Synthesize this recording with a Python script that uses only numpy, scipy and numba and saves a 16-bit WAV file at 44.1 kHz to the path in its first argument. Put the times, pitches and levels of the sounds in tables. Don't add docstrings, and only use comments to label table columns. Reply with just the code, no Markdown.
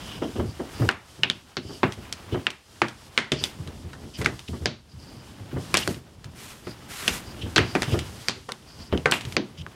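import sys
import numpy as np
from scipy import signal
from scipy.fft import rfft, irfft
from scipy.io import wavfile
from scipy.ndimage import uniform_filter1d, minimum_filter1d
from numba import njit

SR = 44100
rng = np.random.default_rng(int(sys.argv[2]) if len(sys.argv) > 2 else 0)


def materialize(psi):
    bounded = np.clip(np.atleast_2d(psi).T, -1, 1)
    quanta = np.round(bounded * 32767).astype(np.int16)
    wavfile.write(sys.argv[1], SR, quanta)


N = 429959
TIME = np.arange(N) / SR
AGE = np.arange(SR // 2) / SR
CLICK_S, BOOM_S = .005, .04

# t/s, bass level/dB, middle level/dB, treble level/dB
SHUFFLE_LEVELS = [(0.0, -42.5, -43, -54.5), (0.46, -45, -50, -56.5), (0.78, -43.5, -44.5, -56),
                  (0.97, -50, -50.5, -56), (1.6, -63, -58.5, -65), (1.76, -48, -52.5, -58),
                  (2.39, -47, -46, -60), (2.58, -54.5, -55, -58), (3.23, -52.5, -51.5, -60.5),
                  (4.04, -44.5, -53, -61), (4.48, -56, -53.5, -56), (4.75, -45.5, -54, -57.5),
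                  (5.48, -47.5, -52, -61.5), (5.78, -40, -43, -50), (6.0, -51.5, -58.5, -68),
                  (6.98, -48, -49.5, -60), (7.03, -43.5, -43, -58), (7.36, -43, -49.5, -59.5),
                  (7.85, -42.5, -43.5, -51.5), (8.53, -56, -56, -60.5), (8.91, -46, -52.5, -61),
                  (9.18, -42, -50, -60), (9.45, -46.5, -53, -59), (9.75, -50, -53, -64.5)]
# f/Hz, level/dB
RUMBLE_SPECTRUM = [(20, -31), (40, -12), (55, -2), (90, 0.5), (150, -4), (300, -7.5), (500, -15.5),
                   (900, -22), (2500, -58)]
SCUFF_SPECTRUM = [(200, -3), (500, -0.5), (1000, 2.5), (2300, -3.5), (3100, -3), (4000, -9.5), (7000, -22)]
HISS_SPECTRUM = [(1500, -37), (3000, 8.5), (4000, 6), (5000, 9), (6500, 4.5), (9000, 3), (12000, -3),
                 (16000, -21)]
# start t/s, end t/s, level/dB, upper re lower resonance gain/dB
RUBS = [(-.05, 0.304, -46.5, -8.5), (0.335, 0.427, -50, -12), (0.454, 0.533, -54, 12),
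        (0.735, 0.883, -52, 12), (1.626, 1.79, -49.5, 2.5), (2.316, 2.358, -43.5, -25),
        (3.36, 3.49, -37, 5), (4.135, 4.176, -43.5, -2), (4.478, 4.494, -43, -21),
        (4.889, 4.964, -54.5, 14), (4.984, 5.23, -55.5, 12), (5.744, 5.84, -32.5, -11),
        (6.644, 6.75, -51, 26), (7.26, 7.33, -52, 12), (7.358, 7.48, -47.5, -20), (7.411, 7.429, -38, -21),
        (7.616, 7.777, -44.5, 12), (7.862, 8.034, -41.5, -9), (8.14, 8.297, -57, 12),
        (8.665, 8.892, -52, 9), (8.918, 8.952, -41.5, -25), (9.122, 9.185, -38, -10),
        (9.572, 9.622, -44, -7)]
# t/s, joist level/dB, board level/dB, heel-to-sole t/s
LANDINGS = [(0.218, -51, -27, 0.0019), (0.353, -44, -34.5, 0.0022), (0.382, -26, -26.5, .012),
            (0.442, -32.5, -42.5, 0.0021), (0.594, -54, -31.5, 0.0024), (0.797, -19, -26, 0.021),
            (1.178, -40, -48, 0.003), (1.649, -38.5, -38.5, 0.046), (1.971, -40, -46.5, 0.0053),
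            (2.324, -27, -26, 0.019), (3.405, -36, -36.5, 0.0041), (3.587, -33, -48.5, 0.0041),
            (3.661, -45, -42, 0.011), (3.835, -34, -47, .01), (4.188, -28, -34, 0.019),
            (4.32, -36.5, -46, 0.0042), (4.486, -29.5, -36, 0.046), (4.609, -31, -44, 0.0062),
            (4.931, -34.5, -62, 0.0044), (5.395, -38, -50, 0.0031), (5.529, -27.5, -32, 0.033),
            (5.962, -42, -47, 0.0039), (6.249, -38.5, -51, 0.00375), (7.43, -29, -37, 0.029),
            (7.585, -23.5, -23, 0.0023), (7.875, -27, -35.5, 0.0049), (7.922, -20.5, -25.5, .018),
            (8.04, -38, -53, .004), (8.358, -41, -43, 0.0034), (8.927, -25, -27, 0.00312),
            (9.248, -33.5, -48, 0.0042), (9.582, -34, -59, 0.0031)]
# f/Hz, level/dB
JOIST_SPECTRUM = [(25, -53), (42, -18), (55, -9), (80, 7.5), (140, 4), (190, -3.5), (400, -53.5)]
BOARD_SPECTRUM = [(90, -27.5), (170, -2.5), (230, 3.5), (370, 3), (550, -7.5), (800, -14), (2000, -58)]
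SOLE_SPECTRUM = [(300, -19), (600, -0.5), (1100, 3.5), (2000, -5), (2700, -22), (3100, -4), (3500, -39),
                 (6000, -28), (14000, -58)]
# start t/s, end t/s, end level/dB
STROKES = [(0.693, 0.89, -46), (3.39, 3.454, -39), (4.16, 4.188, -39), (5.0, 5.14, -60), (5.67, 5.75, -60),
           (5.75, 5.795, -30.5), (5.826, 5.911, -39.5), (6.339, 6.512, -42.5), (6.55, 6.71, -51.5),
           (6.878, 7.155, -33.5), (7.2, 7.85, -49.5), (7.87, 7.94, -41), (8.016, 8.284, -48.5),
           (8.358, 8.37, -53), (9.107, 9.143, -35), (9.26, 9.33, -47.5)]
# f/Hz, level/dB
GRIT_SPECTRUM = [(240, -17), (400, -7), (570, -16), (753, -10), (1030, -9), (1420, -7), (2020, -6),
                 (4110, -10), (9920, -13), (14800, -20.5), (16000, -38)]
# t/s, knock f/Hz, knock level/dB, shell f/Hz, shell level/dB,
# tick level/dB, deck level/dB, echo level/dB re direct sound
STRIKES = [(0.89, 1396, -3.5, 2960, -10, -26.5, -24.5, -7), (1.234, 1850, -21.5, 2800, -8.5, -61, -37, -7),
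           (1.235, 1670, -20, 2870, -12.5, -38, -32, -3.5), (1.3, 2070, -20.5, 3500, -13, -32, -36, -10),
           (1.569, 1360, -31, 4500, -28, -54, -33, -0.5), (1.832, 1050, -18, 2900, -27, -54, -20.5, 2.5),
           (2.126, 2120, -37, 3230, -35, -31, -64, -2.5), (2.468, 1980, -8.5, 2780, -6, -28, -28.5, -8),
           (2.818, 905, -12, 2540, -15.5, -34, -21.5, -0.5), (3.177, 2890, -9, 2220, -4, -20, -20, -2.5),
           (3.319, 1360, -22.5, 3700, -17.5, -25, -18, 5),
           (3.439, 825, -32.5, 3560, -15.5, -23, -39.5, -8.5),
           (3.932, 1800, -47.5, 2140, -57, -56.5, -59, 8), (4.215, 990, -35.5, 2170, -32, -39.5, -39, 3.5),
           (4.246, 1900, -37, 4500, -36, -39, -36.5, 4), (4.26, 1550, -18, 2070, -17, -30.5, -29.5, -6),
           (4.658, 1815, -5.5, 4700, -3, -23, -12, -4.5), (5.742, 915, -13, 2430, -10.5, -15, -23.5, -4),
           (5.751, 1510, -22, 3240, -19.5, -38, -35, 5), (5.771, 670, -21.5, 3250, -19, -14.5, -30, -3.5),
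           (5.876, 1420, -23, 2190, -46, -26, -25.5, -9.5), (6.67, 1050, -39, 2890, -47, -54, -34.5, 3.5),
           (7.079, 1980, -23.5, 2830, -17, -26, -33.5, 0), (7.561, 1500, -15.5, 4650, -13.5, -26, -20.5, 4),
           (7.5805, 1490, -8.5, 3150, -10, -28, -13, -1), (7.59, 1730, -13.5, 2100, -43, -31, -25, -11),
           (7.752, 685, -21.5, 2530, -25, -39, -23.5, 1.5),
           (7.821, 2000, -22.5, 3700, -24, -28, -32.5, 0.5), (8.2847, 1960, -14, 4900, -12, -19, -27, -3.5),
           (8.49, 1100, -35.5, 2100, -46, -50, -54, 5.5), (8.52, 2050, -33, 3780, -30, -35.5, -47, -6.5),
           (8.926, 750, -27, 2970, -35, -70, -23.5, -6), (8.976, 700, -41, 3030, -30.5, -44, -45, -9),
           (9.058, 1400, -13.5, 2160, -16.5, -31.5, -24, 1),
           (9.113, 1980, -34, 5870, -45, -20.5, -37, -3.5), (9.122, 1630, -15.5, 2850, -11, -38, -32, -1.5),
           (9.367, 1810, -8.5, 4820, -10.5, -48, -14.5, -5), (9.665, 1400, -34.5, 2250, -58, -58, -49, -8)]
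# f/Hz, level/dB
TICK_SPECTRUM = [(2000, -13.5), (4500, 0), (6500, -2.5), (9000, -6.5), (12000, -13.5), (16000, -31)]
# f/Hz, level/dB, T60/s
DECK_MODES = [(69, -18, 0.43), (99.5, -8.5, 0.34), (121.5, -3, 0.31), (149, -1.5, 0.23), (188.4, -3, 0.23),
              (216.6, -5.5, 0.29), (248, -2, 0.21), (306, -21, 0.035), (336.5, -0.5, 0.14),
              (375.4, 5.5, 0.12), (420, -6, 0.17), (502, -1.5, 0.052), (604, -6.5, 0.18), (695, -7, 0.085)]
# t/s, level/dB
BALL_HOPS = [(0.912, -28), (1.923, -34.5), (2.504, -23.5), (2.884, -34.5), (3.675, -40.5), (4.393, -38),
             (4.485, -42), (5.945, -41), (6.244, -41), (7.991, -29), (9.21, -34), (9.252, -36),
             (9.324, -36)]
# f/Hz, level/dB
HOP_SPECTRUM = [(300, -22), (1000, -8), (2000, -4), (3100, 0), (4500, -6), (9000, -13), (16000, -30)]
# t/s, level/dB
BOARD_HITS = [(8.487, -40.5), (9.0567, -18)]
# f/Hz, level/dB, T60/s
BOARD_MODES = [(448, -0.5, 0.043), (496, -8.5, 0.15), (794, -13.5, 0.14), (1234, -15, 0.12),
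               (1360, -9.5, 0.13), (1540, -8.5, 0.15), (1820, -5, 0.05)]


def undb(db):
    return 10 ** (np.asarray(db) / 20)


def noise(like):
    return rng.standard_normal(len(like))


def walk(like, rate):
    knots = rng.standard_normal(4096)
    return np.interp(np.arange(len(like)) / SR * rate, np.arange(len(knots)), knots)


def rise(tau):
    return 1 - np.exp(-AGE / tau)


def fade(t60):
    return np.exp(-np.log(1000) * AGE / t60)


def level(x, db, seconds):
    return x * undb(db) * np.sqrt(seconds * SR / np.sum(x ** 2))


def resonate(x, hz, width):
    return signal.lfilter(*signal.iirpeak(hz, hz / width, fs=SR), x)


def colour(x, points):
    hz, db = np.transpose(points)
    grid = np.linspace(1, SR / 2, 2049)
    gain = undb(np.interp(np.log(grid), np.log(hz), db))
    cepstrum = irfft(np.log(gain))
    fold = np.r_[1, np.full(2047, 2), 1, np.zeros(2047)]
    response = irfft(np.exp(rfft(cepstrum * fold)))
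    return signal.fftconvolve(x, response)[:len(x)]


def add(out, t, x):
    start = int(t * SR)
    x = x[max(-start, 0):max(N - start, 0)]
    out[max(start, 0):max(start, 0) + len(x)] += x


def shuffle():
    t, *contours = np.transpose(SHUFFLE_LEVELS)
    bass_db, middle_db, treble_db = (np.interp(TIME, t, db) for db in contours)
    rumble = colour(noise(TIME) * undb(2.5 * walk(TIME, 22)), RUMBLE_SPECTRUM)
    scuff = colour(noise(TIME) * undb(2.2 * walk(TIME, 25) + 1.7 * walk(TIME, 300)), SCUFF_SPECTRUM)
    hiss = colour(noise(TIME) * undb(1.9 * walk(TIME, 28)), HISS_SPECTRUM)
    return (level(rumble, bass_db + 1.5, N / SR)
            + level(scuff, middle_db - 0.5, N / SR)
            + level(hiss, treble_db + 4, N / SR))


def zips():
    out = np.zeros(N)
    bands_hz = 3040, 4780
    for start, end, db, upper_db in RUBS:
        length = max(end - start, .01)
        swell = np.sin(np.pi * np.clip(AGE / length, 0, 1)).clip(0) ** 0.34
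        rub = noise(AGE) * swell * undb(4.8 * walk(AGE, 57.6) + 1.8 * walk(AGE, 443))
        low, high = (resonate(resonate(rub, hz, width=520), hz, width=2800) for hz in bands_hz)
        add(out, start, level(low + undb(upper_db) * high, db, length))
    return out


def thuds():
    out = np.zeros(N)
    for t, joist_db, board_db, roll_s in LANDINGS:
        joists = colour(noise(AGE) * fade(0.32) * rise(0.00058), JOIST_SPECTRUM)
        heel, sole = (colour(noise(AGE) * fade(0.23) * rise(0.0019), BOARD_SPECTRUM) for _ in range(2))
        slap = colour(noise(AGE) * fade(0.14) * rise(.003) * undb(2.9 * walk(AGE, 296)), SOLE_SPECTRUM)
        onset = t - .002
        add(out, onset, level(joists, joist_db, BOOM_S) + level(heel, board_db - 4, BOOM_S))
        add(out, onset + roll_s, level(sole, board_db, BOOM_S) + level(slap, board_db - 11.5, BOOM_S))
    return out


def drags():
    attack_s, swell_db, release_t60 = 0.029, 6.5, 0.26
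    power = np.zeros(N)
    for start, end, db in STROKES:
        bite = np.clip((TIME - start) / attack_s, 0, 1)
        press = undb(db + np.interp(TIME, [start, end], [-swell_db, 0]))
        release = np.exp(-np.log(1000) * np.clip(TIME - end, 0, 1) / release_t60)
        power += (bite * press * release) ** 2
    roughness = undb(1.2 * walk(TIME, 350) + 1.4 * walk(TIME, 35))
    grit = colour(noise(TIME) * roughness, GRIT_SPECTRUM)
    return level(grit, 0, N / SR) * np.sqrt(power)


def contact(t60, chatter):
    force = chatter * noise(AGE) * fade(t60) * rise(0.0012)
    force[18] += 1
    return signal.lfilter(np.hanning(5), 1, force)


def body(force, hz, width):
    flanks = signal.butter(2, [.5 * hz, 1.9 * hz], "bandpass", fs=SR, output="sos")
    return signal.sosfilt(flanks, resonate(force, hz, width))


def yard():
    near = noise(AGE) * fade(0.079) * undb(4.7 * walk(AGE, 460))
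    far = resonate(noise(AGE), 1500, width=8800) * fade(0.26) * undb(-8)
    return (near + far) * rise(0.00022)


def deck():
    hz, db, t60 = np.transpose(DECK_MODES)[:, :, None]
    detune, weight, polarity = rng.standard_normal((3, len(DECK_MODES), 1))
    n = len(AGE) // 2
    amplitude = np.sign(polarity) * undb(db + 4.5 * weight)
    modes = amplitude * np.sin(2 * np.pi * hz * (1 + 0.027 * detune) * AGE) * fade(t60)
    ring = modes.sum(axis=0)[:n]
    loose = colour(noise(ring) * fade(0.21)[:n], BOARD_SPECTRUM)
    return (level(ring, 0, 1) + level(loose, -1.1, 0.83)) * rise(0.00077)[:n]


def clacks():
    out = np.zeros(N)
    for t, knock_hz, knock_db, shell_hz, shell_db, tick_db, deck_db, echo_db in STRIKES:
        chatter = 0.51 * undb(.5 * max(knock_db, shell_db))
        knock = body(contact(0.01, chatter), knock_hz, width=0.44 * knock_hz)
        shell = body(contact(0.008, chatter), shell_hz, width=0.14 * shell_hz)
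        tick = colour(noise(AGE) * fade(0.0084) * rise(0.0016), TICK_SPECTRUM)
        direct = (level(knock, knock_db + 0.46, CLICK_S)
                  + level(shell, shell_db + 0.11, CLICK_S)
                  + level(tick, tick_db + .5, CLICK_S))
        direct_db = 10 * np.log10(np.sum(direct ** 2) / (CLICK_S * SR))
        hump = [(150, knock_db - 15), (500, knock_db - 4.5), (1000, knock_db - 0.5),
                (knock_hz, knock_db), (shell_hz, shell_db + 0.5),
                (1.01 * shell_hz, max(shell_db - 5, knock_db - 13)), (1.04 * shell_hz, shell_db - 6),
                (1.29 * shell_hz, max(shell_db - 8, tick_db)),
                (9500, tick_db - 12.5), (16000, tick_db - 49)]
        echo = colour(yard(), sorted(hump))
        add(out, t - .0005, direct)
        add(out, t, level(echo, direct_db + echo_db, CLICK_S))
        add(out, t - .001, level(deck(), deck_db + 0.22, BOOM_S))
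    return out


def hops():
    out = np.zeros(N)
    for t, db in BALL_HOPS:
        click = colour(contact(t60=.011, chatter=.3), HOP_SPECTRUM)
        echo = colour(yard(), HOP_SPECTRUM)
        add(out, t - .0005, level(click, db, CLICK_S))
        add(out, t, level(echo, db - 3, CLICK_S))
    return out


def bangs():
    out = np.zeros(N)
    for t, hit_db in BOARD_HITS:
        ring = sum(undb(db) * np.sin(2 * np.pi * hz * AGE) * fade(t60) for hz, db, t60 in BOARD_MODES)
        flutter = undb(2.8 * walk(AGE, 160))
        add(out, t, level(ring * flutter * rise(0.00079), hit_db, BOOM_S))
    return out


@njit
def duck(over_db, release_step):
    cut_db, held = np.zeros(len(over_db)), 0.
    for i in range(len(over_db)):
        held = max(over_db[i], held - release_step, 0.)
        cut_db[i] = held
    return cut_db


def scene():
    return (shuffle() + zips() + thuds() + drags() + clacks() + hops() + bangs())[None]


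def record(dry):
    ceiling, release_db_per_s, cutoff_hz = .71, 40, 15750
    over_db = 20 * np.log10(np.abs(dry[0]) / ceiling + 1e-9)
    gain = undb(-duck(over_db, release_db_per_s / SR))
    gain = uniform_filter1d(minimum_filter1d(gain, size=45), size=45)
    lowpass = signal.ellip(10, .1, 80, cutoff_hz, fs=SR, output="sos")
    return signal.sosfilt(lowpass, dry * gain)


dry = scene()
out = record(dry)
materialize(out)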